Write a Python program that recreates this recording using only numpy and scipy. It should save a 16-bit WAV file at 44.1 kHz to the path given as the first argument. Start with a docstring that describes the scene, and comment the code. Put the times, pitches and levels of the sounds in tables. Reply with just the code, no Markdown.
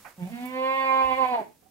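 """A goat bleats in a shed

One long bleat starts as a closed-mouth grunt, jumps up in pitch, opens into a loud held call,
wavers and ends in a rough fall as the mouth closes. The voice is a stack of tones shaped by the
throat, mixed with hoarse breath, and the small wooden shed adds a short echo. Around it, made of
noise: a scuff, a snap of straw, a soft double bump, a hollow sound, rustling hay and faint hiss."""
import sys
import numpy as np
from scipy import signal
from scipy.fft import rfft, irfft, next_fast_len
from scipy.io import wavfile
from scipy.ndimage import map_coordinates

SR = 44100
rng = np.random.default_rng(int(sys.argv[2]) if len(sys.argv) > 2 else 0)


def dump_mix(stems):
    """Bounce the given channels to the path in sys.argv[1] as a 16-bit WAV at rate SR."""
    frames = np.atleast_2d(stems).T  # one column per channel
    limited = np.clip(frames, -1, 1)  # hard clip at full scale
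    pcm = np.round(limited * 32767).astype(np.int16)
    wavfile.write(sys.argv[1], SR, pcm)


N = 74970
TIME = np.arange(N) / SR
LEFT_RIGHT = np.array([[.5], [-.5]])  # splits a difference between the two ears


def amp(db):
    """Turn decibels into a volume factor."""
    return 10 ** (np.asarray(db) / 20)


def unit(x):
    """Scale a sound to an average power of 1."""
    return x / np.sqrt(np.mean(x ** 2) + 1e-20)


def along(table, hz):
    """Look up a table's value at any frequency, on a log scale."""
    freqs, values = np.transpose(table)
    return np.interp(np.log(hz + 1), np.log(freqs + 1), values)


def curves(table):
    """Join the dots of a time table: one curve for each column after the time."""
    times, *columns = np.transpose(table)
    return [np.interp(TIME, times, column) for column in columns]


def wobble(rate):
    """A smooth curve through `rate` random values a second."""
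    return map_coordinates(rng.standard_normal(4096), [TIME * rate + 2], mode="wrap")


def filtered(x, response):
    """Turn each frequency up or down by the factor response(hz)."""
    size = next_fast_len(N + SR // 2)
    return irfft(rfft(x, size) * response(np.fft.rfftfreq(size, 1 / SR)), size)[..., :N]


def panned(db):
    """Left and right volumes; negative dB moves the sound to the right."""
    gains = amp(LEFT_RIGHT * db)
    return gains / np.sqrt(np.mean(gains ** 2, axis=0))


def noise(colour):
    """Stereo noise shaped by a colour table; the ears are more alike in the bass than in the treble."""
    mid, side = filtered(rng.standard_normal((2, N)), lambda hz: amp(along(colour, hz)))
    side = filtered(side, lambda hz: (hz + 450) / (hz + 1800))
    return unit(np.array([mid + side, mid - side]))


def burst(colour, start_s, level_db, attack_s, fade_s, pan_db):
    """A short noise that swells, then dies away by 60 dB every fade_s."""
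    age = np.maximum(TIME - start_s, 0)
    swell = 1 - np.exp(-age / attack_s)
    return swell * amp(level_db - 60 * age / fade_s) * panned(pan_db) * noise(colour)


# How loud the hay rustles (t/s, level/dB)
HAY_LEVEL = [(.1, -54), (.15, -61), (.22, -54), (.45, -53), (.6, -57.5), (1.3, -54.5), (1.6, -71.5)]
# Tone colours of the hay and the hiss (f/Hz, level/dB)
HAY_TONE = [(1000, 1), (3500, -6)]
HISS_TONE = [(25, -22), (80, -6), (250, -6.5), (1200, -26.5), (15500, -24.5)]

def background():
    """Hay rustles unevenly over a faint, steady, bass-heavy hiss."""
    hay_db, = curves(HAY_LEVEL)
    hay = amp(hay_db + 1.2 * wobble(150)) * noise(HAY_TONE)
    hiss = amp(-63) * noise(HISS_TONE)
    return panned(-2.5) * (hiss + hay)


# Tone colours of the four small noises (f/Hz, level/dB)
SCUFF_TONE = [(120, -22), (500, -13.5), (750, -3), (1400, -5), (2500, -10), (3400, -42), (7000, -55)]
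STRAW_TONE = [(4000, -22.5), (8000, 1.5), (14000, 7)]
BUMP_TONE = [(25, -30), (45, -3), (100, -10.5), (400, -62.5)]
HOLLOW_TONE = [(200, -14.5), (690, -7), (760, 6.5), (830, -16.5), (3000, -41)]

def small_noises():
    """A scuff before the call, a snap of straw and two low bumps during it, a hollow sound after it."""
    scuff = burst(SCUFF_TONE, start_s=.046, level_db=-38.5, attack_s=.0048, fade_s=.23, pan_db=-9)
    snap = burst(STRAW_TONE, start_s=.455, level_db=-38.5, attack_s=.00088, fade_s=.092, pan_db=-1)
    bumps = sum(burst(BUMP_TONE, start_s, level_db, attack_s=.031, fade_s=.35, pan_db=-2.5)
                for start_s, level_db in [(1.025, -42), (1.11, -49)])
    hollow = burst(HOLLOW_TONE, start_s=1.618, level_db=-53.5, attack_s=.0078, fade_s=.29, pan_db=-19)
    return scuff + snap + bumps + hollow


# How long the echo takes to fade by 60 dB (f/Hz, t/s)
ECHO_FADE = [(150, 0.48), (700, 0.21), (2500, 0.33), (10000, 0.33)]
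# Tone colour of the echo (f/Hz, level/dB)
ECHO_TONE = [(270, -6.5), (400, -1), (650, 0), (1050, -2.5), (2000, 0)]

def shed_echo(voice):
    """The plank walls answer with a short echo in which the bass lasts longest."""
    hz, t, spectrum = signal.stft(rng.standard_normal((2, SR // 2)), SR, nperseg=256)

    def fading_noise(fade_s):
        return signal.istft(spectrum * amp(-60 * t / fade_s), SR, nperseg=256)[1]

    tail = fading_noise(along(ECHO_FADE, hz)[:, None])
    tail /= np.linalg.norm(fading_noise(along(ECHO_FADE, 810))[0])  # gain of about 1 at 810 Hz
    delayed = np.pad(voice[1], (SR // 200, 0))  # the right channel, 5 ms late
    echo = signal.fftconvolve(delayed[None], tail, axes=1)[:, :N]
    return panned(-4) * filtered(echo, lambda hz: amp(along(ECHO_TONE, hz) - 6.5))


# Tone colours of the hoarse and the airy part of the breath (f/Hz, level/dB)
HOARSE_TONE = [(100, -27), (190, -8.5), (520, -9), (700, 7), (950, 1), (1200, -10.5), (2200, -10),
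               (5000, -56.5)]
AIR_TONE = [(3000, -22.5), (5000, 1), (8000, 11), (10500, -9.5), (12300, 14), (15500, -23.5)]

def breath(phase, hoarse_gain, air_gain):
    """Breath noise that puffs once with every vibration of the voice."""
    puffs = unit(1 + .2 * np.cos(phase))
    hoarse = amp(-5) * hoarse_gain * noise(HOARSE_TONE)
    air = amp(-32) * air_gain * noise(AIR_TONE)
    return puffs * panned(-4) * (hoarse + air)


# Tone colour of the bleat's last rasp (f/Hz, level/dB)
CLOSING_TONE = [(80, -39), (180, 3.5), (380, 8), (1000, -34.5)]

def closing_rasp():
    """The voice breaks into a low rasp as the mouth closes."""
    return burst(CLOSING_TONE, start_s=1.394, level_db=-35.5, attack_s=.004, fade_s=.14, pan_db=-4)


# The two frequencies at which the throat rings (t/s, lower f/Hz, upper f/Hz)
THROAT_PEAKS = [(.2, 469, 810), (.25, 370, 760), (.3, 600, 740), (.35, 206, 795), (.43, 193, 816),
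                (.49, 466, 977), (.6, 508, 997), (.68, 580, 1055), (.76, 649.3, 1064), (1.02, 657, 1050),
                (1.195, 639.7, 998.4), (1.235, 636, 1044), (1.26, 681.3, 955.6), (1.355, 664, 880),
                (1.42, 602, 860)]

def throat(hz):
    """The throat boosts tones near its two peaks, which rise as the mouth opens."""
    def peak(centre_hz, width_hz):
        return 1 / (1 + ((hz - centre_hz) / (width_hz / 2)) ** 2)

    lower_hz, upper_hz = curves(THROAT_PEAKS)
    peaks = peak(lower_hz, width_hz=195) + amp(3.8) * peak(upper_hz, width_hz=128)
    return peaks / (1 + (hz / 1190) ** 20)  # steep cut above 1190 Hz


# Colour of the high tones with the mouth open (f/Hz, level/dB)
OPEN_MOUTH_TONE = [(1050, -28), (1320, -10), (1580, -6), (1850, -1.5), (2130, 1), (2400, -2.5),
                   (2900, -9.5), (3170, -16), (3450, -11.5), (3720, -22), (4550, -20), (5200, -40),
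                   (7000, -50)]

def mouth(hz):
    """The mouth shapes the high tones; its peaks and valleys flatten as it shuts."""
    shut_hz, open_hz, shut_contrast = 800, 1060, .65
    _, upper_hz = curves(THROAT_PEAKS)
    opening = np.clip((upper_hz - shut_hz) / (open_hz - shut_hz), 0, 1)
    contrast = shut_contrast + (1 - shut_contrast) * opening
    return amp(along(OPEN_MOUTH_TONE, hz) * contrast)


# How much louder the voice is on the left than on the right (f/Hz, level/dB)
VOICE_PAN = [(300, -3.5), (530, 1), (790, -3), (1050, -11.5), (1500, -5)]
# How far the wave at the left ear runs ahead (f/Hz, phase/rad)
LEFT_LEAD = [(300, 0.055), (790, 1.35), (1050, 1.65), (2000, 2.19)]

def harmonics(pitch, phase, multiples, shape, waver_db):
    """Tones at whole multiples of the pitch, weighted by shape(hz), each wavering in loudness."""
    tones, power = np.zeros((2, N)), 1e-12
    for k in multiples:
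        hz = k * pitch
        gain = shape(hz)
        power += gain ** 2
        waver = amp(waver_db * np.array([wobble(28), wobble(28)]))
        wave = np.sin(k * phase + LEFT_RIGHT * along(LEFT_LEAD, hz))
        tones += gain * waver * panned(along(VOICE_PAN, hz)) * wave
    return tones * np.sqrt(2 / power)


# The tune of the bleat (t/s, f/Hz)
BLEAT_PITCH = [(.18, 183.1), (.225, 175.2), (.272, 177.4), (.293, 197.7), (.305, 238.2), (.335, 235.5),
               (.385, 242.2), (.5, 255.7), (.75, 266.9), (1.01, 263.3), (1.145, 258.3), (1.185, 265.7),
               (1.23, 257.9), (1.255, 250.9), (1.3, 252.1), (1.345, 241.3), (1.39, 225.6), (1.42, 200.2)]
# How rough the voice is (t/s, roughness/0-1)
BLEAT_ROUGHNESS = [(.23, .16), (.27, .5), (.305, .5), (.34, .16), (.6, .06), (1.14, .11), (1.23, .06),
                   (1.255, .25), (1.29, .1), (1.37, .25), (1.42, .5)]
# How the voice's parts swell and fade before mixing (t/s, hum level/dB, call level/dB, treble level/dB)
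BLEAT_LEVELS = [(.18, -43, -55, -75), (.205, -40, -48, -62), (.228, -27, -44.5, -53), (.275, -30, -49, -61),
                (.296, -49, -49, -63), (.34, -32, -49, -48), (.385, -39.5, -42.5, -51),
                (.435, -31.5, -44, -48), (.508, -42, -42, -49), (.565, -38.5, -31, -40),
                (.68, -42, -24, -35), (.79, -41, -23.5, -33.5), (.92, -40, -21, -34),
                (1.02, -37.5, -19, -33.5), (1.065, -46, -25, -38), (1.125, -35.5, -21.5, -34),
                (1.16, -50, -32, -38), (1.195, -40, -23, -38), (1.232, -35.5, -20, -34.5),
                (1.275, -51, -29, -41.5), (1.325, -35.5, -25.5, -40), (1.356, -42, -20.5, -41),
                (1.368, -55, -28.5, -49), (1.39, -50, -26, -55), (1.42, -47, -35.5, -67)]

def goat():
    """One vibration makes a low hum, an open call and a bright treble; roughness makes them tremble."""
    start_s, end_s, attack_s, release_s = .178, 1.445, .004, .035
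    pitch, = curves(BLEAT_PITCH)
    roughness, = curves(BLEAT_ROUGHNESS)
    hum_gain, call_gain, treble_gain = amp(curves(BLEAT_LEVELS))
    shaky_pitch = pitch * (1 + .038 * roughness * wobble(170))
    phase = 2 * np.pi * np.cumsum(shaky_pitch) / SR
    hum = amp(-2) * hum_gain * harmonics(pitch, phase, [1], np.ones_like, waver_db=1.3)
    call = amp(-.5) * call_gain * harmonics(pitch, phase, range(2, 7), throat, waver_db=1.3)
    treble = amp(-1.5) * treble_gain * harmonics(pitch, phase, range(5, 23), mouth, waver_db=3)
    breathing = breath(phase, roughness * call_gain, treble_gain)
    rasp = closing_rasp()
    flutter = amp(4.5 * roughness * wobble(170))
    fade_in = np.clip((TIME - start_s) / attack_s, 0, 1)
    fade_out = np.clip((end_s - TIME) / release_s, 0, 1)
    return fade_in * fade_out * (hum + flutter * (call + treble + breathing)) + rasp


def scene():
    """The goat in its shed, with the small noises around it."""
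    voice = goat()
    return voice + shed_echo(voice) + small_noises() + background()


def record(dry):
    """Cut away the very highest treble."""
    return filtered(dry, lambda hz: hz < 15800)


dry = scene()
out = record(dry)
dump_mix(out)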